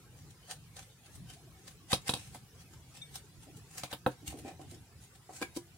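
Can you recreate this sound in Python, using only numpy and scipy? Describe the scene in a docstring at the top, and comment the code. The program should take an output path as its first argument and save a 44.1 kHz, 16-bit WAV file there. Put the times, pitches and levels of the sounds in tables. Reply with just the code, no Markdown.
"""Tube and ruler over a small table

A clear plastic tube and a steel ruler are handled in a quiet room, close to a phone with two microphones.
Knocks ring modes of table and tube with a crackling contact; rubs are swelling noise with a faint squeak.
A cap slips into the tube and rings its air column; finger bumps are soft low noise; the ruler tings once.
A dull wall echo and a short noise tail place the handling in the room, over a slow rumble and faint hiss.
"""
import sys
import numpy as np
from scipy import signal
from scipy.fft import rfft, irfft, next_fast_len
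from scipy.io import wavfile
from scipy.ndimage import uniform_filter1d

SR = 44100
rng = np.random.default_rng(int(sys.argv[2]) if len(sys.argv) > 2 else 0)


def log_audio(samples):
    """Write samples as a 16-bit WAV file to the path given in sys.argv[1]."""
    # one column per channel
    frames = np.atleast_2d(samples).T
    # limit to full scale, then quantise
    limited = np.clip(frames, -1, 1)
    pcm = np.round(limited * 32767).astype(np.int16)
    wavfile.write(sys.argv[1], SR, pcm)


N = 254765  # length in samples

# Knocks of tube, ruler and table top. Each row: start in seconds, level in dB, contact cut-off in Hz,
# favoured table mode in Hz, shell ring in dB, crack in dB before the shared crack trim.
KNOCK_EVENTS = [(1.9296, -19.5, 8650, 149, -1, 0), (1.9314, -25.5, 9000, 740, 3, 1),
                (2.0929, -24, 9350, 133, 3, 1), (2.1366, -29, 8900, 130, 4, 1.5),
                (2.163, -39.5, 5000, 129, -2, 2), (2.3477, -43, 2500, 1040, -10, -8),
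                (2.356, -43.5, 4000, 139, -9, 2), (3.8344, -33, 6340, 124, -11, 5.5),
                (3.9276, -31.5, 3560, 1030, -5, 8), (4.063, -15.5, 1500, 1110, -1, -11),
                (4.0705, -25, 800, 520, -6, -12)]
# Clearest slides of fingers and ruler on plastic. Each row: peak time in seconds, level in dB,
# fall time constant in seconds, tilt in dB per octave.
RUB_EVENTS = [(.511, -42.5, .018, -1), (.768, -52.5, 0.011, -1.5), (.792, -50.5, 0.019, -3),
              (1.153, -55.5, .022, 3), (1.3, -53, 0.023, -1.5), (1.679, -50, 0.013, -1.5),
              (1.918, -35, .011, -1.5), (2.081, -38, .012, -.5), (2.195, -52, 0.082, -0.5),
              (2.348, -53.5, .03, 0.5), (2.97, -54, 0.038, -1.5), (3.157, -44.5, .017, .3),
              (3.57, -58, 0.024, 3), (3.78, -45.5, 0.034, 0), (3.85, -54.5, 0.032, -2.5),
              (3.915, -48.5, 0.0088, -2.5), (4.278, -40, 0.0085, 1.5), (4.305, -53, 0.034, 0),
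              (4.388, -55, 0.025, 1.5), (4.48, -51.5, 0.031, -2.5), (4.712, -55, 0.025, 1),
              (5.037, -57.5, .03, 0), (5.365, -50.5, 0.044, 0.5), (5.425, -42, .012, -3),
              (5.57, -43.5, .011, 2)]
# Slips of the cap into the tube. Each row: start in seconds, level in dB, contact cut-off in Hz,
# scratch in dB, left minus right in dB.
CAP_SLIPS = [(5.4154, -31, 900, -6, 1), (5.4216, -33.5, 1490, -13, -6.5), (5.4261, -30.5, 5000, -11, 2),
             (5.5641, -29.5, 332, -13, 3), (5.571, -28.5, 510, -17, 0)]
# Soft bumps of the fingers. Each row: start in seconds, level in dB, colour centre in Hz.
FINGER_BUMPS = [(.486, -56, 800), (3.469, -52, 380), (4.228, -52.5, 279), (4.277, -40.5, 104),
                (4.323, -51, 670), (4.341, -46, 313), (4.382, -47.5, 325), (4.447, -41.5, 435),
                (4.477, -50, 795), (4.592, -48.5, 570), (4.719, -50.5, 357), (5.291, -49, 696)]

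# Modes of the table top, before the favoured ones are lifted.
# Each row: frequency in Hz, level in dB, 60 dB decay in seconds.
TABLE_MODES = [(129.4, -10.5, 0.12), (171, -9, 0.057), (230, -11, 0.045), (300.5, -15, 0.099),
               (510, -11, 0.049), (543, -13, 0.052), (734, -10.5, 0.073), (802, -2, 0.025),
               (915, -7, 0.043), (1049, -15.5, 0.035), (1326, -10.5, 0.029), (1430, -18.5, 0.024),
               (1750, -6.5, 0.0073)]
# Modes of the shell of whatever strikes the table. Each row: frequency in Hz, level in dB, 60 dB decay in seconds.
SHELL_MODES = [(2540, -14, 0.05), (2760, -10, 0.022), (2970, -12, 0.029), (3280, -6.5, 0.032),
               (3775, -0.5, 0.027), (3940, -4, 0.023), (4330, -9.5, 0.021), (4850, -22, 0.038),
               (5270, -19, 0.018), (5550, -20, 0.027), (8170, -12, 0.0204), (8600, -23, .025),
               (10570, -11.5, .03)]
# Modes of the capped tube, air and wall. 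Each row: frequency in Hz, level in dB, 60 dB decay in seconds.
CAPPED_TUBE_MODES = [(294, -7.5, 0.03), (338, -5, 0.11), (385, -12, 0.07), (487, -7.5, 0.03),
                     (760, -15.5, 0.067), (973, -9.5, 0.1), (1635, -3.5, 0.053), (2254, -6, 0.045),
                     (2380, 0, 0.022), (2800, -15, .035)]
# Modes of the steel ruler. Each row: frequency in Hz, level in dB, 60 dB decay in seconds.
RULER_MODES = [(2260, -58, 0.28), (3628, -38, 0.085), (3660, -57, 0.16), (6000, -52, 0.065),
               (8300, -57.5, 0.5)]

# Noise colours; only their shape counts, as the noise is brought to rms 1.
# Crackling contact of a knock. Each row: frequency in Hz, relative density in dB per Hz.
CRACK_COLOUR = [(200, -15), (350, -1.5), (800, 3.5), (2000, -10.5), (3800, 3.5), (6500, -2), (9500, 7),
                (11500, 4), (13500, 1), (15500, 3.5)]
# Sliding on plastic. Each row: frequency in Hz, relative density in dB per Hz.
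SLIDE_COLOUR = [(150, -53), (500, -2.5), (900, -5.5), (1700, 1.5), (3500, 3), (6500, 1), (9000, 0.5),
                (13000, -8), (15500, -9)]
# Fingers bumping tube and table. Each row: frequency in Hz, relative density in dB per Hz.
FINGER_COLOUR = [(80, 7), (200, -7.5), (310, 8), (410, 2.5), (520, -11.5), (620, 0.5), (750, 3), (900, -9),
                 (1150, -9), (2000, -9)]
# Diffuse tail of the room. Each row: frequency in Hz, relative density in dB per Hz.
TAIL_COLOUR = [(50, -7), (130, -5), (300, 0), (800, -4.5), (2000, 8), (5000, 3.5), (10000, 5.5),
               (16000, 4.5)]
# Background air. Each row: frequency in Hz, relative density in dB per Hz.
AIR_COLOUR = [(20, -28), (35, -12), (55, -2), (85, -1), (135, 1), (172, -3), (210, -12), (380, -14.5),
              (620, -23), (750, -20), (950, -23.5), (10000, -28), (13000, -33.5), (15800, -33.5)]
# Slow swell of the rumble, used relative to its median. 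Each row: time in seconds, level in dB.
RUMBLE_SWELL = [(0.0, -56.0), (0.47, -57.5), (0.59, -53), (1.06, -60.5), (1.18, -49.5), (1.42, -58),
                (2.36, -53), (2.48, -58.5), (3.54, -55.5), (3.77, -57.5), (4.25, -54.5), (4.95, -55.5),
                (5.19, -58.5), (5.43, -55), (5.78, -61)]
# Likeness of the two microphones. Each row: frequency in Hz, correlation from 0 to 1.
MIC_LIKENESS = [(30, .6), (70, .8), (130, .96), (300, .88), (600, .85), (1100, .62), (2200, .05),
                (15000, 0)]


def knocks(crack_t60=0.082, crack_db=-3, chatter_db=3.5, chatter_s=0.00129, bite_s=0.0005,
           build_s=0.00041, push_s=0.00012, ripple_db=3, edge_db=-11,
           favour_db=8, favour_octaves=0.28, pan_db=-1):
    """Each blow rings the table top and the thing that strikes it, and chatters at the contact."""
    out, t = np.zeros((2, N)), event_time(size=6144)
    table_hz, table_db, table_t60 = np.transpose(TABLE_MODES)
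    for s, db, cut_hz, favoured_hz, shell_db, tick_db in KNOCK_EVENTS:
        chatter = undb(tick_db + crack_db + chatter_db * wander(t / chatter_s)) * onset(t, bite_s)
        crack = noise(len(t), CRACK_COLOUR, ripple_db * ripple(len(t))) * fade(t, crack_t60) * chatter
        shell = ring(SHELL_MODES, t) * undb(shell_db) * onset(t, build_s)
        # the place of the blow decides which modes of the table answer most
        struck_db = table_db + favour_db * hump(table_hz, favoured_hz, favour_octaves)
        table = ring(zip(table_hz, struck_db, table_t60), t) * onset(t, push_s)
        blow = soften(table + shell + crack, cut_hz)
        # a hard edge lets a little treble through even on a soft blow
        edge = undb(edge_db) * crack
        add(out, s, -undb(db) * (blow + edge), pan_db)
    return out


def rubs(slides, rise_share=0.9, slip_db=-0.5, slip_s=0.0057,
         grain_db=1.5, grain_s=0.0012, catch_db=1.5, catch_s=0.00709, ripple_db=4.0,
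         squeak_hz=8600, squeak_db=3, squeak_octaves=0.38,
         hollow_hz=775, hollow_db=10.5, hollow_octaves=0.16):
    """Slides swell and die away; skin catches and lets go, plastic adds grain, and the tube answers hollowly."""
    out, t = np.zeros((2, N)), event_time()
    lead = 0.15  # seconds of swell kept ahead of the peak
    hz = bins(len(t))
    squeak = squeak_db * hump(hz, squeak_hz, squeak_octaves)
    hollow = hollow_db * hump(hz, hollow_hz, hollow_octaves)
    for s, db, fall, tilt_db in slides:
        # the rise takes rise_share of the fall time
        swell = np.exp(np.minimum((t - lead) / rise_share, lead - t) / fall)
        # at the peak the skin lets go with a short extra burst
        slip = undb(slip_db) * (t > lead) * np.exp(-np.abs(t - lead) / slip_s)
        rough_db = grain_db * wander(t / grain_s) + catch_db * wander(t / catch_s)
        colour_db = tilt_db * np.log2(hz + 1) + squeak + hollow + ripple_db * ripple(len(t))
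        hiss = noise(len(t), SLIDE_COLOUR, colour_db)
        add(out, s - lead, undb(db + rough_db) * (swell + slip) * hiss)
    return out


def grip_shifts(per_s=3.4, level_db=-60.5, spread_db=2, fall_s=0.025, tilt_db=0):
    """Faint slides as the grip shifts, one at a chance moment in each equal slot, as rows like RUB_EVENTS."""
    starts = np.arange(0, N / SR - 1 / per_s, 1 / per_s)
    chance = rng.uniform(0, 1, (len(starts), 2))
    return [(s + late / per_s, level_db + spread_db * (2 * strong - 1), fall_s, tilt_db)
            for s, (late, strong) in zip(starts, chance)]


def cap(scratch_t60=0.018):
    """Each slip scratches and rings the stopped air column (near odd multiples of 330 Hz) and the tube wall."""
    out, t = np.zeros((2, N)), event_time(size=6144)
    for s, db, cut_hz, scratch_db, pan_db in CAP_SLIPS:
        scratch = undb(scratch_db) * noise(len(t), SLIDE_COLOUR) * fade(t, scratch_t60)
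        pop = soften(ring(CAPPED_TUBE_MODES, t), cut_hz)
        add(out, s, undb(db) * (pop + scratch), pan_db)
    return out


def bumps(rise_s=0.0017, fall_s=0.033, skirt_db=7):
    """Flesh lands slowly and shudders, stirring mostly the low resonances of tube and table."""
    out, t = np.zeros((2, N)), event_time(size=8192)
    shape = onset(t, rise_s) * np.exp(-t / fall_s)
    shape = shape / shape.max()
    for s, db, centre_hz in FINGER_BUMPS:
        octaves = np.log2((bins(len(t)) + 1) / centre_hz)
        thud = noise(len(t), FINGER_COLOUR, -skirt_db * octaves ** 2)
        add(out, s, undb(db) * shape * thud)
    return out


def ruler(s=3.016, pan_db=5, touch_s=0.0021):
    """The steel ruler is touched lightly, so its modes build gently, and it tings."""
    out, t = np.zeros((2, N)), event_time()
    add(out, s, ring(RULER_MODES, t) * onset(t, touch_s), pan_db)
    return out


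def room(x, wet_db=-10.0, low_t60=0.19, high_t60=0.14, split_hz=1760, first_s=0.0047,
         wall_s=0.00378, wall_db=-7, wall_hz=2500):
    """The wall behind the table throws back one dull echo; the small room adds a short diffuse tail."""
    t = event_time()
    tail = noise(len(t), TAIL_COLOUR)
    low = soften(tail, split_hz)
    tail = low * fade(t, low_t60) + (tail - low) * fade(t, high_t60)
    tail *= np.clip(t / first_s - 1, 0, 1)  # silent until first_s, full at twice that
    tail *= undb(wet_db) / np.sqrt(np.sum(tail ** 2) / 2)
    out = x + signal.fftconvolve(x, tail, axes=1)[:, :N]
    add(out, wall_s, undb(wall_db) * soften(x, wall_hz))
    return out


def background(air_db=-55, split_hz=260, rumble_db=-1, throb_db=3.5, throb_hz=16,
               hiss_db=-3, waver_db=1, waver_hz=9, flicker_db=4.5):
    """A low rumble that swells slowly and throbs unevenly under a faint, flickering hiss."""
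    t = np.arange(N) / SR
    # level of the whole air, before rumble and hiss are trimmed apart
    air = noise(next_fast_len(N), AIR_COLOUR)[:, :N] * undb(air_db)
    low = signal.sosfiltfilt(signal.butter(2, split_hz, fs=SR, output="sos"), air)
    s, db = np.transpose(RUMBLE_SWELL)
    swell_db = np.interp(t, s, db - np.median(db)) + throb_db * wander(t * throb_hz)
    rumble = low * undb(rumble_db + swell_db)
    hiss = flicker(air - low, flicker_db) * undb(hiss_db + waver_db * wander(t * waver_hz))
    return rumble + hiss


def undb(db):
    """Decibels to gain."""
    return 10 ** (np.asarray(db) / 20)


def on_log(points, hz):
    """Read (Hz, value) points on a log-frequency axis."""
    f, v = np.transpose(points)
    return np.interp(np.log(hz + 1), np.log(f), v)


def bins(size):
    """Frequencies in Hz of a spectrum of this many samples."""
    return np.fft.rfftfreq(size, 1 / SR)


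def event_time(size=16384):
    """Time axis in seconds of one short event."""
    return np.arange(size) / SR


def noise(size, colour, extra_db=0):
    """Coloured stereo noise of rms 1; alike in most of the bass, unrelated in the high treble."""
    hz = bins(size)
    alike = np.clip(on_log(MIC_LIKENESS, hz), -.99, .99)
    mid, side = rfft(rng.standard_normal((2, size)))
    both = mid * np.sqrt(1 + alike) + side * np.sqrt(1 - alike) * np.array([[1], [-1]])
    x = irfft(both * undb(on_log(colour, hz) + extra_db), size)
    return x / x.std()


def fade(t, t60):
    """A decay of 60 dB in t60 seconds."""
    return np.exp(-np.log(1000) * t / t60)


def onset(t, rise_s):
    """A rise from 0 towards 1 with a time constant in seconds."""
    return 1 - np.exp(-t / rise_s)


def ring(modes, t):
    """Struck modes, slightly detuned by chance; the higher ones reach the two microphones out of step."""
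    out = 0
    for k, (hz, db, t60) in enumerate(modes):
        # the phase between the microphones follows their likeness at this frequency
        apart = np.arccos(np.clip(on_log(MIC_LIKENESS, hz), -1, 1))
        skew = (-1) ** k * apart / 2 * np.array([[1], [-1]])
        detune = 1 + 0.0041 * rng.standard_normal()
        start = rng.uniform(0, 2 * np.pi) * min(hz / 3000, 1)
        tone = np.cos(2 * np.pi * hz * detune * t + skew + start)
        out = out + undb(db) * fade(t, t60) * tone
    return out


def soften(x, cut_hz):
    """A low-pass: a softer contact pushes for longer and leaves out the treble."""
    return signal.sosfilt(signal.butter(2, min(cut_hz, SR / 2.2), fs=SR, output="sos"), x)


def add(out, s, x, pan_db=0):
    """Mix a sound in at s seconds; pan_db is left minus right."""
    i = max(int(s * SR), 0)
    panned = x * undb(np.array([[pan_db], [-pan_db]]) / 2)
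    out[:, i:i + x.shape[1]] += panned[:, :N - i]


def wander(points):
    """Random levels joined by straight lines, read at the given positions."""
    levels = rng.standard_normal(int(points.max()) + 2)
    return np.interp(points, np.arange(len(levels)), levels)


def ripple(size, spacing_hz=220):
    """Chance spectral peaks and dips, full above 2 kHz: every contact point favours its own resonances."""
    hz = bins(size)
    return wander(hz / spacing_hz) * np.clip(hz / 2000, 0, 1)


def hump(hz, centre_hz, octaves):
    """A bell of height 1 on a log-frequency axis."""
    return np.exp(-(np.log2((hz + 1) / centre_hz) / octaves) ** 2)


def flicker(x, depth_db, size=2048):
    """Let narrow bands waver, with neighbouring bands and frames smoothed together."""
    _, _, bands = signal.stft(x, nperseg=size)
    walk = rng.standard_normal(bands.shape[1:])
    walk = uniform_filter1d(walk, size=7, axis=0)
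    walk = uniform_filter1d(walk, size=2, axis=1)
    gain = undb(depth_db * walk / walk.std())
    return signal.istft(bands * gain, nperseg=size)[1][:, :N]


def scene():
    """All handling sounds in the room, over its background."""
    slides = rubs(RUB_EVENTS + grip_shifts())
    handling = knocks() + slides + cap() + bumps() + ruler()
    return room(handling) + background()


def record(dry, bass_hz=55, top_hz=15800):
    """The phone thins the deep bass and cuts the top steeply."""
    thin = signal.sosfilt(signal.butter(2, bass_hz, "high", fs=SR, output="sos"), dry)
    return signal.sosfilt(signal.ellip(12, .2, 80, top_hz, fs=SR, output="sos"), thin)


dry = scene()
out = record(dry)
log_audio(out)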